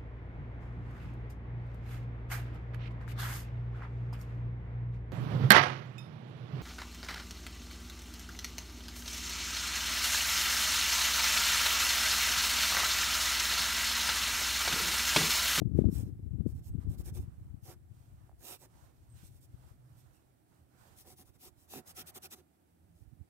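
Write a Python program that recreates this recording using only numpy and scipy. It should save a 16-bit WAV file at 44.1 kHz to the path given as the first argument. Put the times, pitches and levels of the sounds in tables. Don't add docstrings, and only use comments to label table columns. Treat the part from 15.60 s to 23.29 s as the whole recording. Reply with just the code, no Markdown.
import sys
import numpy as np
from scipy import signal
from scipy.fft import rfft, irfft, next_fast_len
from scipy.io import wavfile
from scipy.ndimage import uniform_filter1d

SR = 44100
rng = np.random.default_rng(int(sys.argv[2]) if len(sys.argv) > 2 else 0)


def invert_db(level):
    return 10 ** (np.asarray(level, dtype=float) / 20)


def wrap_up_sound(samples):
    columns = np.atleast_2d(samples).T
    tamed = np.clip(columns, -1, 1)
    steps = np.round(tamed * 32767).astype(np.int16)
    wavfile.write(sys.argv[1], SR, steps)


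N = 339129

# (frequency [Hz], width [Hz], level brushed mid panel [dB], level in the far corner [dB])
PANEL = [(149, 14, -4, -6), (254, 88, -3, 2.5), (353, 33, 7.5, 1.5), (480, 170, 0.5, -11.5),
         (734, 21, -5, -4)]


def evened(x):
    return x / np.sqrt(np.mean(x ** 2, -1, keepdims=True) + 1e-20)


def spectrum_db(points, hz):
    f, db = np.transpose(points)
    return np.interp(np.log(hz + 1), np.log(f + 1), db, left=-90, right=-90)


def add(mix, start_s, sound):
    part = mix[max(round(start_s * SR), 0):][:len(sound)]
    part += sound[:len(part)]


def coloured(x, points):
    size = next_fast_len(N)
    gain = invert_db(spectrum_db(points, np.fft.rfftfreq(size, 1 / SR)))
    return evened(irfft(rfft(x, size) * gain, size)[..., :N])


def resonate(x, hz, width_hz):
    r = np.exp(-np.pi * width_hz / SR)
    return signal.lfilter([1 - r, 0, r - 1], [1, -2 * r * np.cos(2 * np.pi * hz / SR), r * r], x)


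def wander(seconds, channels=2):
    size = max(round(seconds * SR), 1)
    noise = rng.standard_normal((channels, N))
    return evened(uniform_filter1d(uniform_filter1d(noise, size), size))


def patchy(x, depth_db):
    z = signal.stft(x, nperseg=512)[2]
    field = rng.standard_normal(z.shape[1:])
    field = uniform_filter1d(uniform_filter1d(field, size=4, axis=0), size=16, axis=1)
    z = z * invert_db(depth_db * field / field.std())
    return evened(signal.istft(z, nperseg=512)[1][:, :N])


def heard(source, other, lag_s, alike, right_db):
    alike = np.clip(alike, 0, 1)
    left = alike * np.roll(source, round(lag_s * SR)) + np.sqrt(1 - alike ** 2) * other
    return np.array([left, source]) * invert_db([[-right_db], [right_db]])


def shaded(pair, column):
    # (frequency [Hz], left over right from mid panel [dB], from the far corner [dB])
    shading = [(1300, -2, 0), (2960, -2.5, -2), (5630, -6, -3), (8200, -12, -6.5), (9600, -11, 9.5),
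               (11200, 9, 0.5), (11500, -10.5, 4.5), (14900, -4.5, 2.5)]
    size, table = next_fast_len(N), np.transpose(shading)
    log_hz = np.log(np.fft.rfftfreq(size, 1 / SR) + 1)
    half_lean_db = np.interp(log_hz, np.log(table[0]), table[column]) / 2
    return irfft(rfft(pair, size) * invert_db([half_lean_db, -half_lean_db]), size)[:, :N]


def air():
    # (frequency [Hz], relative density [dB])
    spectrum = [(35, -54.5), (60, -18), (313, 2.5), (470, -11.5), (750, -7), (1050, -17.5), (1360, -17),
                (6000, -35), (8800, -24.5), (16000, -27)]
    noise = coloured(rng.standard_normal((2, N)), spectrum)
    return invert_db(-72.5) * heard(*noise, lag_s=0.0005, alike=0.39, right_db=1.73)


def drone():
    # (time [s], third order level [dB], second and fourth order level [dB])
    levels = [(1.5, -68.5, -64), (4.5, -64, -91), (4.7, -73, -77), (5.6, -73, -72.5), (6.9, -83, -72)]
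    base_hz, width_hz = 40.8, 26
    s, third_db, others_db = np.transpose(levels)
    third, others = (invert_db(np.interp(np.arange(N) / SR, s, db)) for db in (third_db, others_db))
    noise = rng.standard_normal((2, N))
    second_order, third_order, fourth_order = (
        evened(resonate(resonate(noise, k * base_hz, width_hz), k * base_hz, width_hz)) for k in (2, 3, 4))
    orders = third * third_order + others * (second_order + 0.6 * fourth_order)
    waver = invert_db(4 * wander(0.12, channels=1))
    return heard(*waver * orders, lag_s=0.0002, alike=0.9, right_db=1.5)


def bird():
    # (start [s], length [s], first pitch [Hz], last pitch [Hz], level [dB])
    chirps = [(1.09, .07, 8150, 8300, -84), (3.485, .085, 8350, 8150, -76), (4.54, .06, 2950, 2700, -86)]
    out = np.zeros(N)
    shake_hz = 110 * wander(0.004, channels=1)[0]
    for s, length_s, first_hz, last_hz, db in chirps:
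        hz = np.linspace(first_hz, last_hz, round(length_s * SR))
        hz = hz + shake_hz[round(s * SR):][:len(hz)]
        whistle = np.sin(2 * np.pi * np.cumsum(hz) / SR)
        add(out, s, invert_db(db) * np.hanning(len(hz)) ** 0.1 * whistle)
    return out * invert_db(7.9 * wander(0.004))


def rustle():
    # (peak [s], rise [s], fall [s], level [dB], treble over it [dB])
    swells = [(0.2, 0.055, 0.36, -73.5, -4), (1.23, 0.045, 0.029, -69.5, -6), (1.45, 0.48, 0.73, -75.5, -7),
              (2.42, 0.17, 0.13, -81, 3.5), (2.65, 0.34, 0.085, -77, -4.5), (3.23, 0.2, 0.13, -70.5, -3),
              (3.5, 0.23, 0.092, -81.5, 2), (3.59, 0.07, 0.14, -73.5, 6), (4.1, 0.27, 0.069, -74, 0),
              (4.4, 0.3, 0.38, -76, -2.5), (4.96, .1, 0.11, -77, -2.5), (5.249, 0.16, 0.23, -70, -1),
              (6.5, 0.56, 0.33, -69, -11)]
    # (frequency [Hz], relative density [dB])
    low_spectrum = [(180, 8), (330, 1.5), (750, 4), (1450, 0.5), (1900, -6.5), (2500, -14), (5000, -23)]
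    # (frequency [Hz], relative density [dB])
    high_spectrum = [(1500, -6), (2500, -0.5), (5000, -2), (7200, -2.5), (8800, -2.5), (10700, -5),
                     (16000, -2.5)]
    grass_db = -86
    t = np.arange(N) / SR
    power = np.zeros((2, N))
    for s, rise_s, fall_s, db, treble_db in swells:
        bump = np.exp(-(2 * (t - s) / np.where(t < s, rise_s, fall_s)) ** 2)
        power += invert_db([[2 * db], [2 * (db + treble_db)]]) * bump
    swell, hiss = np.sqrt(power)
    low_waver, high_waver = (invert_db(0.77 * wander(0.023, channels=1)) for layer in range(2))
    low = coloured(patchy(rng.standard_normal((2, N)), depth_db=1.5), low_spectrum)
    low = heard(*low, lag_s=0.00037, alike=0.41, right_db=5.5)
    high = coloured(patchy(rng.standard_normal((2, N)), depth_db=1.0), high_spectrum)
    high = shaded(heard(*high, lag_s=0.00037, alike=0.2, right_db=0.5), column=1)
    return swell * low_waver * low + np.hypot(hiss, invert_db(grass_db)) * high_waver * high


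def wind():
    # (time [s], left level [dB], right level [dB])
    gusts = [(0.031, -37, -68.5), (0.221, -28, -56), (0.42, -35.5, -45.5), (0.68, -42.5, -51.5),
             (0.87, -34, -79), (0.92, -49, -46.5), (1.125, -45, -49.5), (1.166, -37.5, -56),
             (1.6, -47.5, -46), (2.1, -53, -62.5), (3.1, -64.5, -69), (3.7, -55.5, -65), (4.1, -59.5, -68),
             (4.499, -75.5, -63), (4.7, -77, -80), (5.5, -82, -63.5), (6.7, -88, -71.5), (6.899, -107, -93),
             (7.599, -91, -49), (7.66, -84, -72)]
    # (middle [s], level [dB], frequency [Hz], side)
    thumps = [(0.012, -11, 257, "left"), (0.021, -15.5, 200, "left"), (0.058, -17.5, 125, "left"),
              (0.153, -13.5, 100.5, "left"), (0.19, -8, 243, "left"), (0.216, -16, 102, "left"),
              (0.243, -15.5, 262, "left"), (0.328, -19.5, 154, "left"), (0.394, -23, 111, "left"),
              (0.457, -34, 99, "right"), (0.495, -30, 120, "left"), (0.664, -28.5, 150, "left"),
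              (0.737, -25, 122, "left"), (0.806, -19, 151, "left"), (0.864, -18, 215, "left"),
              (1.154, -22, 150, "left"), (1.247, -29, 97, "right"), (1.263, -27, 112, "left"),
              (1.298, -25, 92, "right"), (1.316, -32.5, 111, "left"), (1.398, -23, 98, "left"),
              (1.593, -23, 99, "left"), (1.187, -22.5, 85, "left"), (1.681, -30.5, 100, "left"),
              (1.944, -31, 98, "left"), (1.524, -29, 95.5, "left"), (3.637, -37.5, 146, "left"),
              (3.944, -36, 87, "left"), (7.532, -39.5, 97, "right"), (7.612, -41.5, 105, "right")]
    # (frequency [Hz], relative density [dB])
    buffet = [(15, -49.5), (30, -10), (58, -1.5), (100, -0.5), (170, -19.5), (400, -47.5)]
    # (frequency [Hz], relative density [dB])
    eddies = [(60, -12), (115, 5), (280, -1.5), (420, -14.5), (750, -43), (1400, -50.5), (2000, -79.5)]
    lumpy_db = 9.5
    s, *levels = np.transpose(gusts)
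    level_db = np.array([np.interp(np.arange(N) / SR, s, db) for db in levels])
    lumps = np.tanh(wander(0.013))
    body = coloured(rng.standard_normal((2, N)), buffet) * invert_db(lumpy_db * lumps)
    small = coloured(rng.standard_normal((2, N)), eddies)
    small_db = 0.45 * (level_db + 27.5) + 6 * lumps + 6 * np.tanh(wander(0.008)) - 3
    out = invert_db(level_db) * (body + small * invert_db(small_db))
    t = np.arange(-0.02, 0.03, 1 / SR)
    for (s, db, hz, side), phase in zip(thumps, rng.random(len(thumps))):
        eddy = np.exp(-(t * hz / 0.41) ** 2) * np.cos(2 * np.pi * (hz * t + phase))
        snap = np.exp(-(t * hz / 0.28) ** 2) * np.sin(2 * np.pi * 1.52 * hz * t)
        rough = small[0, max(round((s - 0.02) * SR), 0):][:len(t)]
        wake = np.exp(-(t / np.where(t < 0, 0.006, 0.012)) ** 2) * rough
        burst = eddy + (hz / 400) ** 2 * snap + 0.13 * wake
        add(out[int(side == "right")], s - 0.02, invert_db(db) * burst)
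    return out


def knocks():
    # (time [s], blow [dB])
    blows = [(2.694, -35.5), (2.715, -43), (2.728, -46.5), (6.137, -23)]
    held_width_hz = 200
    blow = np.zeros(N)
    for s, db in blows:
        add(blow, s, invert_db(db) * np.hanning(16))
    ring = resonate(blow, PANEL[-1][0], held_width_hz)
    tick = 0.18 * np.gradient(blow)
    return (ring + tick) * invert_db([[-2.5], [2.5]])


def brush():
    # (nominal middle [s], nominal length [s], bristle fizz [dB], panel ring over the fizz [dB])
    strokes = [(0.186, 0.063, -70.5, 10.5), (0.365, 0.11, -56.5, -5), (0.455, 0.088, -73.5, 3),
               (0.895, 0.059, -68.5, -3), (0.97, 0.061, -72.5, 1), (1.063, 0.068, -65, -6.5),
               (1.321, 0.065, -66, 1), (1.399, 0.043, -61, -1.5), (1.472, 0.058, -57, -0.5),
               (1.56, 0.047, -60, 0.5), (1.59, 0.1, -67.5, -4), (2.082, 0.1, -58, 0.5),
               (2.822, 0.071, -68, 6), (2.892, 0.12, -50, -7), (3.024, 0.069, -61.5, 1.5),
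               (3.658, 0.057, -64.5, -18), (3.747, 0.088, -71.5, -7), (3.833, 0.052, -67.5, -11),
               (4.393, 0.051, -72, -22), (4.553, 0.044, -74.5, -14), (5.395, 0.064, -59, -10),
               (5.456, 0.047, -75.5, 16), (5.497, 0.077, -59, -2.5), (5.597, 0.063, -60, -1.5),
               (5.675, 0.053, -68.5, 1.5), (5.752, 0.033, -71, 4), (5.843, 0.087, -56, -5),
               (6.011, 0.092, -69.5, -24), (6.144, 0.098, -50.5, 2.5), (6.29, 0.057, -53.5, -20),
               (6.388, 0.063, -48, -5), (6.484, 0.041, -52, -7), (6.564, 0.038, -50.5, -0.5),
               (6.644, 0.046, -50, -4.5), (6.726, 0.038, -50.5, -3), (6.773, 0.067, -67.5, 5.5),
               (7.386, 0.11, -77.5, -16)]
    # (frequency [Hz], relative density [dB])
    fizz_spectrum = [(1760, -10), (3000, -5), (3700, -2), (4550, -3.5), (5300, 0.5), (6500, -1.5),
                     (7900, -0.8), (10600, 2.5), (13300, 1.9), (16000, -3.5)]
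    # (frequency [Hz], relative density [dB])
    scrape_spectrum = [(700, 16.5), (1050, -3.5), (1300, 13.5), (1830, 0.5), (2100, -10), (2500, 8.5),
                       (3500, -4.5), (4500, -15)]
    scrape_base_db, scrape_db_per_fizz_db, scrape_db_per_doubled_length = -17.5, 1.23, 2
    later_per_s = 0.51
    corner_from_s = 4.8

    pressure = np.zeros((3, N))
    for mid_s, length_s, fizz_db, ring_db in strokes:
        scrape_db = scrape_base_db + scrape_db_per_fizz_db * (fizz_db + 56)
        scrape_db += scrape_db_per_doubled_length * np.log2(length_s / 0.16)
        u = np.linspace(0, 1, round(1.84 * length_s * SR))
        for row, (db, late) in enumerate([(0, 1.25), (scrape_db, 1.5), (ring_db, 1.7)]):
            warped = u ** (late + later_per_s * (length_s - 0.06))
            shape = np.tanh(1.97 * np.sin(np.pi * warped) ** 3.32)
            add(pressure[row], mid_s - 0.97 * length_s, invert_db(fizz_db + db) * shape)

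    click_db = 2.2 * np.minimum(rng.exponential(1, (2, N)), 6) + 1.2 * wander(0.002)
    slips = rng.standard_normal((2, N)) * invert_db(click_db)
    slips = patchy(slips, depth_db=2.2)

    corner = np.arange(N) / SR > corner_from_s
    steady = sum(invert_db(db) / np.sqrt(w) * resonate(slips, hz, w) for hz, w, db, _ in PANEL)
    ring = sum(invert_db(np.where(corner, far_db, db)) / np.sqrt(w) * resonate(pressure[2] * slips, hz, w)
               for hz, w, db, far_db in PANEL) / steady.std()
    ring = heard(*ring, lag_s=0.00005, alike=0.9, right_db=3.5)
    fizz = heard(*pressure[0] * coloured(slips, fizz_spectrum), lag_s=0.00014, alike=0.5, right_db=0)
    scrape = heard(*pressure[1] * coloured(slips, scrape_spectrum),
                   lag_s=0.00056, alike=0.23, right_db=5.0)
    bristles = fizz + scrape
    return np.where(corner, shaded(bristles, column=2), shaded(bristles, column=1)) + ring


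def scene():
    return air() + drone() + bird() + rustle() + wind() + knocks() + brush()


def roll_off(x):
    return signal.sosfilt(signal.butter(12, 15790, fs=SR, output="sos"), x)


def record(dry):
    low_cut_hz, cutoff_hz = 50.3, 15790
    cut = signal.sosfilt(signal.butter(3, low_cut_hz, "high", fs=SR, output="sos"), dry)
    size = next_fast_len(N)
    passband = np.fft.rfftfreq(size, 1 / SR) < cutoff_hz
    limited = irfft(rfft(cut, size) * passband, size)[:, :N]
    return roll_off(limited)


dry = scene()
out = record(dry)
wrap_up_sound(out)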